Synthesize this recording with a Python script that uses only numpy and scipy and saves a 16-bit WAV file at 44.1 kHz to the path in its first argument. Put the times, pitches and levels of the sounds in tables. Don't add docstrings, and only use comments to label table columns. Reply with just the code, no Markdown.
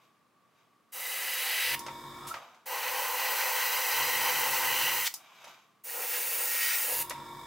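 import sys
import numpy as np
from scipy import signal
from scipy.fft import rfft, irfft, next_fast_len
from scipy.io import wavfile
from scipy.ndimage import uniform_filter1d, map_coordinates

SR = 44100
rng = np.random.default_rng(int(sys.argv[2]) if len(sys.argv) > 2 else 0)


def generate_wav(sig):
    pcm = np.round(np.clip(np.atleast_2d(sig).T, -1, 1) * 32767).astype(np.int16)
    wavfile.write(sys.argv[1], SR, pcm)


N = 328986
TIME = np.arange(N) / SR
FREQ = np.maximum(np.arange(N // 2 + 1) * SR / N, 1)
SHAFT_HZ = 47.08

# (motor on [s], motor off [s], relative level [dB])
COMPRESSOR_RUNS = [(1.63, 2.28, -1.5), (3.909, 4.95, -4.5), (6.9, 7.6, -2.5)]
# (valve opens [s], closes [s], hiss at full pull [dB], first air below that [dB],
# time constant of easing the trigger back [s], splash on the hull re hiss [dB], its drift [dB/s],
# hollow roar re hiss [dB], its drift [dB/s])
SPRAY_BURSTS = [(0.92, 1.75, -35.5, 7.5, 0.2, -3, 9, -10.5, 1),
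                (2.656, 5.078, -32.5, 8.5, 0.57, 2, -1, 0.28, -3),
                (5.836, 7.026, -31.5, 11, 0.21, -6.5, -1.4, -11, -5.5)]


def undb(db):
    return 10 ** (np.asarray(db) / 20)


def unit(x):
    return x / np.sqrt(np.mean(x ** 2))


def noise():
    return rng.standard_normal(N)


def curves(rows):
    s, *columns = np.transpose(rows)
    return [np.interp(TIME, s, c) for c in columns]


def walk(rate_hz):
    hold = int(SR / rate_hz)
    steps = np.repeat(noise()[:N // hold + 1], hold)[:N]
    return 1.21 * uniform_filter1d(steps, hold)


def gate(on_s, off_s, rise_s, fall_s):
    opening = 1 - np.exp(-np.maximum(TIME - on_s, 0) / rise_s)
    return opening * np.exp(-np.maximum(TIME - off_s, 0) / fall_s)


def swell(s, half_s):
    return np.exp(-((TIME - s) / half_s) ** 2)


def blow(s, snap_s, tail_s, tail_db):
    age = np.maximum(TIME - s, 0)
    decay = np.exp(-age / snap_s) + undb(tail_db) * np.exp(-age / tail_s)
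    return (1 - np.exp(-age / 0.00034)) * decay


def tone(points):
    hz, db = np.transpose(points)
    return undb(np.interp(np.log(FREQ), np.log(hz), db))


def resonances(modes, base_db):
    peaks = sum(undb(db) ** 2 / (1 + (2 * (FREQ - hz) / width) ** 2) ** 2 for hz, width, db in modes)
    return np.sqrt(undb(base_db) ** 2 + peaks)


def above(hz, order=4):
    return 1 / np.sqrt(1 + (hz / FREQ) ** (2 * order))


def below(hz, order=4):
    return 1 / np.sqrt(1 + (FREQ / hz) ** (2 * order))


def shape(x, gain):
    cepstrum = irfft(np.log(np.maximum(gain, 1e-5)), N)
    cepstrum[1:N // 2] *= 2
    cepstrum[N // 2 + 1:] = 0
    response = irfft(np.exp(rfft(cepstrum)), N)[:SR // 4]
    return signal.fftconvolve(x, response)[:N]


def rush(gain):
    size = next_fast_len(N, True)
    colour = np.interp(np.arange(size // 2 + 1) * SR / size, FREQ, gain)
    return unit(irfft(rfft(rng.standard_normal(size)) * colour, size)[:N])


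def workshop():
    # (frequency [Hz], relative level [dB])
    air_tone = [(30, -34), (60, -29), (110, -3.5), (220, -0.5), (400, -5.5), (900, -7), (1400, -9),
                (3000, -16), (6000, -22.5), (16000, -28)]
    quiet_db = -70.5
    air, spread = (undb(quiet_db + .5 * walk(7.5)) * rush(tone(air_tone)) for _ in range(2))
    whirr = undb(-72.5) * rush(resonances([(1153, 120, 0.0043)], -56))
    return air + whirr, undb(-8.0) * spread


def handling():
    # (fastest [s], speeding up [s], slowing [s], relative rub level [dB],
    # fine scrape re rub [dB])
    slide_moves = [(0.02, 0.054, 0.072, -66.5, 1.5), (0.6, 0.07, 0.064, -71, 2),
                   (2.37, 0.13, 0.12, -45, -7), (5.25, 0.24, 0.16, -59.5, -0.5),
                   (5.49, 0.11, 0.083, -53, 2)]
    # (frequency [Hz], width [Hz], level [dB])
    track_modes = [(704, 150, -5), (1040, 560, -3.5), (1460, 470, -3), (2340, 560, -4), (2970, 1800, -7.5),
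                   (3780, 140, -4.5), (4900, 300, -11.5), (6200, 2700, -16), (13000, 1800, -21)]
    # (time [s], pitch [Hz], level [dB])
    squeak_path = [(2.08, 1200, -51), (2.2, 1230, -57), (2.29, 1270, -40), (2.315, 1327, -38),
                   (2.333, 1378, -47), (2.37, 1165, -43), (2.48, 1234, -64), (2.55, 1230, -78)]
    # (time [s], relative level [dB], low-pass corner [Hz])
    knock_hits = [(1.864, -25.5, 6800), (1.882, -27, 2500), (2.34, -24, 3970), (2.364, -39, 4000),
                  (2.546, -46, 7000), (5.442, -36.5, 12000), (5.471, -41.5, 2500), (7.106, -20, 3600)]
    # (frequency [Hz], width [Hz], level [dB])
    shell_modes = [(567, 104, 4.5), (975, 250, 4), (1287, 104, 5.5), (2050, 1400, -3), (3560, 2800, -11),
                   (6000, 4700, -9.5), (11000, 6000, -15)]

    shell = resonances(shell_modes, -39) * above(530)
    knocks = 0
    for s, db, hz in knock_hits:
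        envelope = undb(db - 11.0) * blow(s, 0.0089, 0.08, -15.5)
        knocks = knocks + envelope * rush(shell * below(hz, order=2))

    slips = noise() * undb(4.5 * noise()) * undb(1.1 * walk(110))
    tracks = resonances(track_modes, -31.0) * above(170)
    rub = unit(shape(slips, tracks * below(1220)))
    scrape = unit(shape(slips[::-1], tracks * above(1670)))
    slide = 0
    for s, rise_s, fall_s, rub_db, scrape_db in slide_moves:
        speed = np.exp(-np.maximum((s - TIME) / rise_s, (TIME - s) / fall_s))
        slide = slide + speed * undb(rub_db) * (rub + undb(scrape_db) * scrape)

    hz, squeak_db = curves(squeak_path)
    squeak = walk(130) * np.sin(2 * np.pi * np.cumsum(hz) / SR + walk(90))
    squeak = undb(squeak_db) * squeak * gate(squeak_path[0][0], squeak_path[-1][0], .01, .02)
    return knocks + undb(-2.5) * slide + squeak


def jet(hull, splash_db, roar_db):
    colour = resonances(hull, 0) * above(424)
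    hiss = rush(colour * above(6000, order=6) * below(15610, order=40))
    splash = rush(colour * above(1355, order=6) * below(5980, order=6))
    roar = rush(colour * below(1374, order=6))
    return hiss + splash * undb(splash_db) + roar * undb(roar_db)


def bounce(x, drift_ms, wander_hz):
    # (mean path delay [ms], level [dB])
    echo_paths = [(1.1, -17), (2.298, -20), (3.9, -17)]
    out = x
    for ms, db in echo_paths:
        lag = (ms + drift_ms * walk(wander_hz)) * SR / 1000
        out = out + undb(db) * map_coordinates(x, [np.arange(N) - lag], order=3)
    return out


def airbrush():
    # (frequency [Hz], width [Hz], level over the plain rush [dB])
    front_plate = [(517, 76, 10), (870, 570, 3), (1993, 150, 21.5), (2190, 1500, 14.5), (2930, 470, 17.5),
                   (3920, 320, 15.5), (4580, 590, 9.5), (5010, 150, 12.5), (5960, 1100, 3.5),
                   (8300, 830, 4), (10370, 1000, 6), (12250, 1100, 8.1), (15600, 2900, 7.5)]
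    turret_gap = [(300, 600, 5.4), (519, 125, 17.5), (873, 200, 18.8), (1008, 315, 19.7), (1476, 270, 15.4),
                  (1970, 272, 18.65), (2460, 700, 12.7), (2824, 56, 17.5), (3080, 280, 13),
                  (4053, 360, 10.6), (4486, 164, 10.5), (4920, 92, 9.4), (4960, 73, 12), (5940, 980, 6.6),
                  (7850, 1240, 0.2), (10201, 1700, 0.44), (12340, 1000, 7.6), (14200, 630, 11),
                  (15660, 1400, 11.1)]
    front_edge = [(275, 230, 15), (504, 170, 18.7), (850, 540, 12), (1680, 88, 9.4), (1940, 800, 3.1),
                  (2725, 290, 12.6), (4600, 1600, 1), (6750, 720, 6), (9150, 1188, 6), (10870, 870, 12),
                  (13100, 2400, 11.5), (15353, 1500, 10)]
    barrel_side = [(477, 43, 8.3), (950, 390, 1.9), (1420, 126, 13.3), (1884, 56, 18.4), (2290, 690, 11.5),
                   (3050, 71, 10.4), (3810, 200, 2.3), (5800, 3100, 2.5), (8800, 1400, 8.1),
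                   (10718, 170, 5.7), (13035, 3300, 6.4), (15278, 1181, 16.8)]
    # (time [s], share of power aimed beside the barrel [0-1])
    swing_path = [(6.38, 0.52), (6.58, 0.71), (6.76, 1), (6.92, 0.02)]
    # (time [s], half length [s], flare [dB], change of roar [dB])
    edge_passes = [(1.625, 0.045, 2, 0.5), (1.723, 0.061, -2, 1), (3.12, 0.055, -4, 0),
                   (3.23, 0.024, 0.5, -0.5), (3.41, 0.03, 1, -2), (4, 0.061, 1.5, 2.5),
                   (5.067, 0.062, -5.5, -7.5), (6.006, 0.048, -0.5, 6), (6.148, 0.028, 5, 0.5),
                   (6.68, 0.14, 7, -1.5), (6.91, 0.061, -1, 7.5)]
    edge_hiss_share = 0.18
    landing_drop_db, landing_s = 9, 0.028

    flutter_db = 0.59 * walk(28)
    feed_db = 0.38 * walk(45) + .5 * walk(600)
    tremor_db = 1.0 * walk(14)
    flare_db = sum(db * swell(s, half_s) for s, half_s, db, _ in edge_passes)
    hollow_db = sum(db * swell(s, half_s) for s, half_s, _, db in edge_passes)
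    swing = np.clip(curves(swing_path)[0], 0, 1)
    aims = [[(front_plate, 1)], [(turret_gap, 1)], [(front_edge, 1 - swing), (barrel_side, swing)]]
    out = 0
    for burst, aim in zip(SPRAY_BURSTS, aims):
        on, off, full_db, pull_db, pull_s, splash, splash_drift, roar, roar_drift = burst
        age = np.clip(TIME - on, 0, off - on)
        landing_db = -landing_drop_db * np.exp(-age / landing_s)
        hiss_db = full_db - pull_db * np.exp(-age / pull_s) + edge_hiss_share * flare_db
        splash_db = splash + splash_drift * age + landing_db + (1 - edge_hiss_share) * flare_db
        roar_db = roar + roar_drift * age + landing_db + hollow_db + tremor_db
        air = sum(np.sqrt(share) * jet(hull, splash_db + flutter_db, roar_db) for hull, share in aim)
        out = out + air * undb(hiss_db + feed_db) * gate(on, off, 0.0077, 0.0035)
    return bounce(out, 0.039, 2.5) * undb(-0.08)


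def compressor():
    # (multiple of the shaft rate, relative level [dB])
    hum_partials = [(1, -67.5), (2, -72), (5, -62.5), (6, -74), (6.5, -56.5), (7.5, -59), (9, -73),
                    (10, -69), (23, -54)]
    # (frequency [Hz], width [Hz], level [dB])
    head_modes = [(968, 90, -0.5), (1110, 79, -3), (1360, 79, -10.5), (1774, 310, -16), (2245, 93, -12.5),
                  (3626, 400, -14.5), (5080, 790, -24), (7030, 1700, -31.5), (8270, 560, -27.5),
                  (10100, 640, -33.5), (13400, 700, -29)]

    turns = SHAFT_HZ * TIME + 0.013 * walk(14)
    running, throb = 0, 0
    for on, off, db in COMPRESSOR_RUNS:
        power = undb(db) * gate(on + 0.027, off, 0.055, 0.056)
        running = running + power
        throb = throb + power * (1 + .7 * np.cos(2 * np.pi * 5.9 * (TIME - on - .115)))
    hum = sum(undb(db) * unit(np.sin(2 * np.pi * (k * turns + rng.random()))) for k, db in hum_partials)
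    third = undb(-55.5) * throb * np.sin(6 * np.pi * turns)

    slaps = np.diff(np.floor(turns), prepend=0) + .5 * np.diff(np.floor(turns + 0.31), prepend=0)
    puffs = noise() * (np.exp(-(turns % 1) / 1.2) + 1.1)
    ring = resonances(head_modes, -37.5) * above(260)
    slap_ring = shape(unit(slaps), ring * below(1800, order=1))
    puff_ring = shape(unit(puffs), ring * above(1400, order=1))
    head = unit(slap_ring + 1.5 * puff_ring)
    rumble = rush(tone([(30, -14), (90, 5.5), (400, 3.5), (750, 1.5), (1500, -38), (8000, -41)]))

    shudder, sigh = 0, 0
    for on, off, _ in COMPRESSOR_RUNS:
        shudder = shudder + gate(on, on + 0.11, 0.025, .03) + .6 * gate(off, off + 0.074, .03, .02)
        sigh = sigh + gate(off - .012, off + 0.011, 0.0032, 0.03)
    shudder = undb(-57.0) * shudder * np.sin(2 * np.pi * 91 * TIME)
    sigh = undb(-43) * sigh * rush(above(3000, order=1) * below(13400))
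    return running * (hum + undb(-45.5) * head + undb(-55) * rumble) + third + shudder + sigh


def whistle():
    strength = 0
    for on, off, db in COMPRESSOR_RUNS:
        fading = gate(on + 0.04, min(on + 0.23, off), 0.024, 0.36)
        strength = strength + undb(db) * fading * gate(on, off, .01, .03)
    shaft = 2 * np.pi * SHAFT_HZ * TIME
    pulse = 1 + 0.17 * np.cos(shaft)
    return undb(-39.5 + 1.3 * walk(90)) * strength * pulse * np.sin(20 * shaft + .5 * walk(45))


def trigger():
    # (time [s], relative level [dB])
    click_hits = [(1.7925, -31.5), (5.14, -27), (7.0964, -28)]
    # (frequency [Hz], level [dB])
    click_tone = [(470, -57), (800, 0), (1120, -11), (1540, -20), (2570, -11), (5870, 4.5), (9570, -1),
                  (10600, 6.5), (11600, -3.5), (15000, 2), (16000, -34)]
    clicks = sum(undb(db - 1.0) * blow(s, 0.0018, 0.015, -10) for s, db in click_hits)
    return rush(tone(click_tone)) * clicks


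def slot():
    # (time [s], half length [s], level [dB])
    slot_pass = (4.83, 0.16, -34.5)
    # (time [s], half length [s], level [dB])
    rim_pass = (5.074, 0.023, -29)
    on, off = SPRAY_BURSTS[1][:2]
    ring = rush(resonances([(2860, 330, 0)], -26))
    rasp = rush(above(2350, order=2) * below(5000, order=2))
    air = 0
    for (s, half_s, db), sound in [(slot_pass, ring), (rim_pass, rasp)]:
        air = air + undb(db) * swell(s, half_s) * sound
    return air * gate(on, off, 0.018, .004)


def reflections(x, t60_s):
    t = TIME[:SR // 2]
    response = noise()[:len(t)] * np.exp(-np.log(1000) * t / t60_s) * (t > .002)
    return signal.fftconvolve(x, response / np.linalg.norm(response))[:N]


def scene():
    # (frequency [Hz], side gain [dB])
    jet_width = [(100, -20), (300, -11.5), (700, -15), (1400, -8.5), (2800, -10), (5000, -4), (9000, 1.5),
                 (14000, -4)]
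    # (frequency [Hz], side gain [dB])
    far_width = [(100, -10), (800, -9.5), (1400, -7), (2400, -5.5), (4500, -2.5), (8000, 0), (14000, -3)]
    near = airbrush() + slot()
    far = trigger() + compressor() + whistle() + handling()
    air, spread = workshop()
    mid = .95 * (near + far) + undb(-11) * reflections(near + far, .24) + air
    near_room = undb(-10) * reflections(near, .16)
    far_room = undb(-5.5) * reflections(far, .12)
    side = shape(near_room, tone(jet_width)) + shape(far_room, tone(far_width)) + spread
    return np.array([mid + side, mid - side])


def record(dry):
    top_hz = 15850
    return signal.sosfilt(signal.ellip(12, .2, 80, top_hz, fs=SR, output="sos"), dry)


dry = scene()
out = record(dry)
generate_wav(out)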